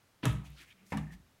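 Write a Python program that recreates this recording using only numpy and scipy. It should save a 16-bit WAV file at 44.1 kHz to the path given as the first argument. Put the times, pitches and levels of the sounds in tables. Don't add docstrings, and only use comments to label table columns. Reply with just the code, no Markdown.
import sys
import numpy as np
from scipy import signal
from scipy.fft import rfft, irfft, next_fast_len
from scipy.io import wavfile
from scipy.ndimage import map_coordinates

SR = 44100
rng = np.random.default_rng(int(sys.argv[2]) if len(sys.argv) > 2 else 0)


def transcribe(u):
    v = np.clip(np.atleast_2d(u).T, -1, 1)
    q = np.round(v * 32767).astype(np.int16)
    wavfile.write(sys.argv[1], SR, q)


def makeup_ratio(level_db):
    decades = np.asarray(level_db, float) / 20
    return 10 ** decades


N = 61740
T = np.arange(SR * 3 // 4) / SR

# (time [s], slap level [dB], crack level [dB])
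FIRST_STEP = [
    (.231, -39.5, -70),
    (.2353, -40.5, -60),
    (.245, -38, -53.5),
    (.254, -29.5, -34.5),
    (.28, -42.5, -62),
]
SECOND_STEP = [
    (.9207, -35, -59.5),
    (.926, -36.5, -57.5),
    (.936, -48.5, -68),
    (.9725, -42, -50),
]
# (frequency [Hz], level [dB])
FIRST_SLAP = [(260, -34), (450, -3.5), (862, -7), (1250, -4), (2260, -10), (3700, -14.5), (4600, -29),
              (6000, -30), (7800, -58), (13200, -120)]
SECOND_SLAP = [(250, -63), (450, -8), (800, -1.5), (1400, -14), (1750, -9), (2500, -14), (2900, -21),
               (6000, -35.5), (8000, -66), (13000, -120)]
# (frequency [Hz], level [dB])
CRACK_COLOUR = [(2060, -5.5), (3500, -1.5), (4180, -10.5), (6820, -1), (7650, -3), (11000, -6),
                (16000, -21)]

# (time [s], pitch [Hz], level [dB], time to fade by 60 dB [s], swell time [s])
FIRST_BOOM = [(.23, 264.2, -34.5, 0.26, 0.005), (.231, 304, -36.5, 0.32, 0.0034),
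              (.231, 197, -36.5, 0.17, 0.0066), (.245, 412, -40, 0.22, 0.0046),
              (.245, 86.5, -58, .2, 0.032), (.257, 121.7, -17, 0.3, 0.016), (.261, 157.2, -17, 0.12, 0.014),
              (.238, 133, -38, 0.13, .01), (.335, 310, -45.5, 0.21, .015), (.33, 425, -52, .15, .012),
              (.27, 272.5, -34, 0.16, 0.0033), (.29, 59.8, -27, 0.39, 0.03), (.3, 113, -24.5, 0.26, 0.015),
              (.3, 144.8, -24, 0.34, 0.035), (.31, 193.1, -32.5, 0.36, 0.034),
              (.47, 61.1, -38, 0.36, 0.046), (.49, 143.6, -42.5, 0.24, 0.017),
              (.595, 271, -52, 0.14, 0.026), (.6, 336, -59, 0.15, 0.01)]
SECOND_BOOM = [(.9205, 475, -37, 0.067, 0.002), (.93, 77.7, -35.5, 0.27, 0.014),
               (.921, 159.4, -32.5, 0.17, 0.0029), (.921, 213, -36, 0.079, 0.0024),
               (.935, 264.4, -32.5, 0.2, 0.0066), (.944, 204.2, -24, 0.22, 0.015),
               (.98, 274.6, -39, 0.16, 0.008), (1.005, 150, -36, 0.29, 0.019), (.94, 245, -41, 0.46, 0.031),
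               (.96, 153.8, -30.5, 0.4, 0.0073), (.97, 60, -35.5, 0.44, 0.015),
               (.99, 102.1, -43, 0.44, 0.06), (1.04, 204, -49, 0.3, 0.015),
               (1.105, 165.6, -37, 0.13, 0.016), (1.135, 183, -39.5, 0.14, 0.018),
               (1.14, 55.2, -40.5, 0.19, 0.02), (1.18, 79.7, -55, 0.36, 0.022)]
# (frequency [Hz], level [dB])
RUMBLE_COLOUR = [(30, -47), (55, -5.5), (150, 0), (300, -9), (500, -29.5), (900, -120)]
# (time [s], pitch [Hz], level [dB], time to fade by 60 dB [s])
BOARD_KNOCKS = [(.9207, 2100, -34.5, 0.036), (.9215, 650, -46, 0.017), (.925, 800, -34.5, 0.071),
                (.927, 874, -37, 0.068), (.922, 560, -51, 0.036), (.933, 948, -35.5, 0.068),
                (0.97, 1760, -35.5, 0.035), (0.96, 2200, -53, 0.026), (.975, 5400, -50.5, 0.029),
                (0.98, 3640, -49.5, .03), (0.98, 1152, -33, 0.027), (.9737, 2883, -41, 0.031),
                (0.25, 1700, -37, 0.084), (.26, 945, -40, 0.13), (.2585, 1226, -34, .04),
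                (.2353, 3170, -41, 0.027), (.232, 3660, -45.5, .05), (.2313, 2620, -41, .03),
                (.29, 1400, -42.5, .04)]

# (start [s], length [s], level [dB], body pitch [Hz], brightness [dB])
SCUFF_STROKES = [(0.223, 0.038, -45.5, 2970, -14), (0.51, 0.11, -74, 650, -28),
                 (0.799, 0.098, -72.5, 316, -30), (1.089, 0.077, -70, 700, -30),
                 (0.496, 0.22, -67, 3530, 6), (0.396, 0.12, -67, 780, -30), (0.253, 0.098, -54, 2470, -8),
                 (0.43, 0.076, -62.5, 2500, 8.5), (.46, .12, -67.5, 2560, 4), (.845, .09, -75.5, 7700, 9),
                 (.56, .1, -65, 1600, -30), (0.553, 0.089, -60.5, 3420, 4), (0.558, 0.056, -63, 1670, -24),
                 (0.582, 0.087, -58.5, 2160, 4), (0.607, 0.057, -63.5, 1700, 1), (.645, 0.1, -66, 2200, 5),
                 (0.695, 0.046, -59, 2460, -4.5), (0.735, 0.17, -73, 2140, -20),
                 (0.841, 0.078, -75, 2100, 16), (0.871, 0.13, -67.5, 2250, 14.5),
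                 (0.966, 0.035, -59, 3400, 5.5), (1.099, 0.074, -67, 2800, 12)]
# (frequency [Hz], level [dB])
GRIT_COLOUR = [(2650, -15.5), (4500, -10.5), (6630, -10), (7770, -12.5), (11900, -15), (16000, -22)]
# (time [s], level [dB], pitch [Hz])
JOINT_SLIPS = [(1.046, -71, 1010), (1.069, -54.5, 1783), (1.079, -52.5, 1788), (1.092, -56, 1786),
               (1.1059, -48.5, 1835), (1.115, -60, 1760), (1.122, -53, 1775), (1.129, -50, 1770),
               (1.133, -53.5, 2110), (1.139, -59, 2150), (1.145, -60, 1780), (1.152, -60.5, 1900)]
# (time [s], level [dB], pitch [Hz])
SOLE_CATCHES = [(.4533, -55, 2650), (.458, -52, 2570), (.47, -58, 3080), (.564, -56, 1500),
                (.576, -52, 2900), (.594, -51, 2270), (.601, -47, 2140), (.612, -56, 2500),
                (.6174, -48, 1650), (.623, -54, 2290), (.642, -53, 1490), (.66, -57, 2300),
                (.7042, -50, 2940), (.7112, -49, 2560), (.717, -52, 2800)]
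# (time [s], level [dB], pitch [Hz])
DRY_TICKS = [
    (0.3308, -29.5, 11600),
    (.3315, -57, 6200),
    (.5035, -36, 13100),
]

# (frequency [Hz], time to fade by 60 dB [s])
ROOM_FADE = [(300, 0.27), (1000, 0.42), (3000, 0.38), (10000, 0.36)]
# (frequency [Hz], level [dB])
HISS_COLOUR = [(15, -58), (25, -6), (43, -14), (102, -1.5), (384, -14), (1100, -15.5), (1190, -14.5),
               (1840, -17.5), (16000, -30)]
# (frequency [Hz], level [dB])
SHIVER_COLOUR = [(90, -40), (150, -2), (190, 29), (280, -21)]


def unit(x):
    return x / np.sqrt(np.mean(x ** 2) + 1e-20)


def along(points, hz):
    f, value = np.transpose(points)
    return np.interp(np.log(hz + 1), np.log(f + 1), value)


def filtered(x, response):
    size = next_fast_len(len(x) + SR // 2)
    hz = np.fft.rfftfreq(size, 1 / SR)
    return irfft(rfft(x, size) * response(hz), size)[:len(x)]


def noise(colour, size, grainy=1):
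    white = grainy * rng.standard_normal(size)
    return unit(filtered(white, lambda hz: makeup_ratio(along(colour, hz))))


def fade(t60, t=T):
    return makeup_ratio(-60 * t / t60)


def swell(rise_s):
    return 1 - np.exp(-T / rise_s)


def ring(hz, t60, swell_s, waver=0):
    return np.sin(2 * np.pi * hz * T + waver) * fade(t60) * swell(swell_s)


def add(track, s, sound):
    part = track[round(s * SR):][:len(sound)]
    part += sound[:len(part)]


def step(contacts, slap_colour):
    out = np.zeros(N)
    slap_shape = (fade(0.04) + makeup_ratio(-14.5) * fade(0.25)) * swell(0.0011)
    held = np.maximum(T - 0.0021, 0)
    crack_shape = fade(0.0087, held) + makeup_ratio(-11.5) * fade(0.33)
    for s, slap_db, crack_db in contacts:
        slap = makeup_ratio(slap_db) * noise(slap_colour, len(T)) * slap_shape
        crack = makeup_ratio(crack_db) * crack_shape * noise(CRACK_COLOUR, len(T))
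        add(out, s, slap + crack)
        add(out, s, room(slap))
    return out


def boom(modes, rumble_db):
    out = np.zeros(N)
    sag, sag_s = 0.05, 0.03
    for s, hz, db, t60, swell_s in modes:
        waver = map_coordinates(rng.standard_normal(60), [T * 20])
        waver = 0.25 * (waver - waver[0])
        settling = 2 * np.pi * hz * sag * sag_s * swell(sag_s)
        add(out, s, makeup_ratio(db) * ring(hz, t60, swell_s, waver + settling))
    rumble = makeup_ratio(rumble_db) * fade(0.6) * swell(0.0061) * noise(RUMBLE_COLOUR, len(T))
    add(out, modes[0][0], rumble)
    return out


def knocks():
    out = np.zeros(N)
    for s, hz, db, t60 in BOARD_KNOCKS:
        add(out, s, makeup_ratio(db) * ring(hz, t60, 0.0015))
    return out


def scuffs():
    out = np.zeros(N)
    grains_per_s, grain_db, grain_top, grit_db = 900, 6, 6, -10
    for s, length, db, hz, bright_db in SCUFF_STROKES:
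        chance, size = rng.random((2, len(T)))
        strength = np.minimum(makeup_ratio(-grain_db * np.log(size + 1e-9)), grain_top)
        grains = 1 + (chance < grains_per_s / SR) * strength
        stroke = np.sin(np.pi / 2 * np.interp(T / length, [0, 0.42, 1], [0, 1, 0])) ** 2
        catching = map_coordinates(rng.standard_normal(400), [T * 150])
        stroke = stroke * makeup_ratio(1.5 * catching)
        body_colour = [(hz * 2 ** (k * 0.52), -6 * k * k) for k in range(-3, 4)]
        body = noise(body_colour, len(T), grains)
        grit = makeup_ratio(grit_db + bright_db) * noise(GRIT_COLOUR, len(T), grains)
        add(out, s, makeup_ratio(db) * stroke * (body + grit))
    return out


def creak():
    out = np.zeros(N)
    # (events, time to fade by 60 dB [s], swell time [s])
    kinds = [(JOINT_SLIPS, 0.044, 0.0005), (SOLE_CATCHES, 0.011, 0.0002), (DRY_TICKS, 0.0005, 0.00005)]
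    for events, t60, swell_s in kinds:
        for s, db, hz in events:
            add(out, s, makeup_ratio(db) * ring(hz, t60, swell_s))
    return out


def room(x):
    hz, t, grid = signal.stft(rng.standard_normal(SR // 2), SR, nperseg=256)
    fading = fade(along(ROOM_FADE, hz)[:, None], t)
    tail = signal.istft(grid * fading, SR, nperseg=256)[1]
    delayed = np.pad(x, (round(0.004 * SR), 0))
    return makeup_ratio(-3) * signal.fftconvolve(delayed, tail / np.linalg.norm(tail))[:N]


def background():
    middle_s, span_s = 0.857, 0.13
    shape = np.exp(-((np.arange(N) / SR - middle_s) / span_s) ** 2)
    shiver = shape * noise([(40, -120)] + SHIVER_COLOUR + [(500, -120)], N)
    return makeup_ratio(-69) * noise(HISS_COLOUR, N) + makeup_ratio(-67.5) * shiver


def scene():
    steps = step(FIRST_STEP, FIRST_SLAP) + step(SECOND_STEP, SECOND_SLAP)
    booms = boom(FIRST_BOOM, -35.5) + boom(SECOND_BOOM, -38.5)
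    boards = knocks()
    small = scuffs() + creak()
    echo = room(makeup_ratio(-11) * small + makeup_ratio(-11) * boards)
    return (steps + booms + boards + small + echo + background())[None]


def top_cut(x):
    return signal.sosfilt(signal.butter(12, 16500, fs=SR, output="sos"), x)


def record(dry):
    def edge(hz):
        return makeup_ratio(-32 * np.clip((hz - 15950) / 370, 0, 1)) * (hz < 16480)
    mix = filtered(dry[0], edge)[None]
    return top_cut(mix)


dry = scene()
out = record(dry)
transcribe(out)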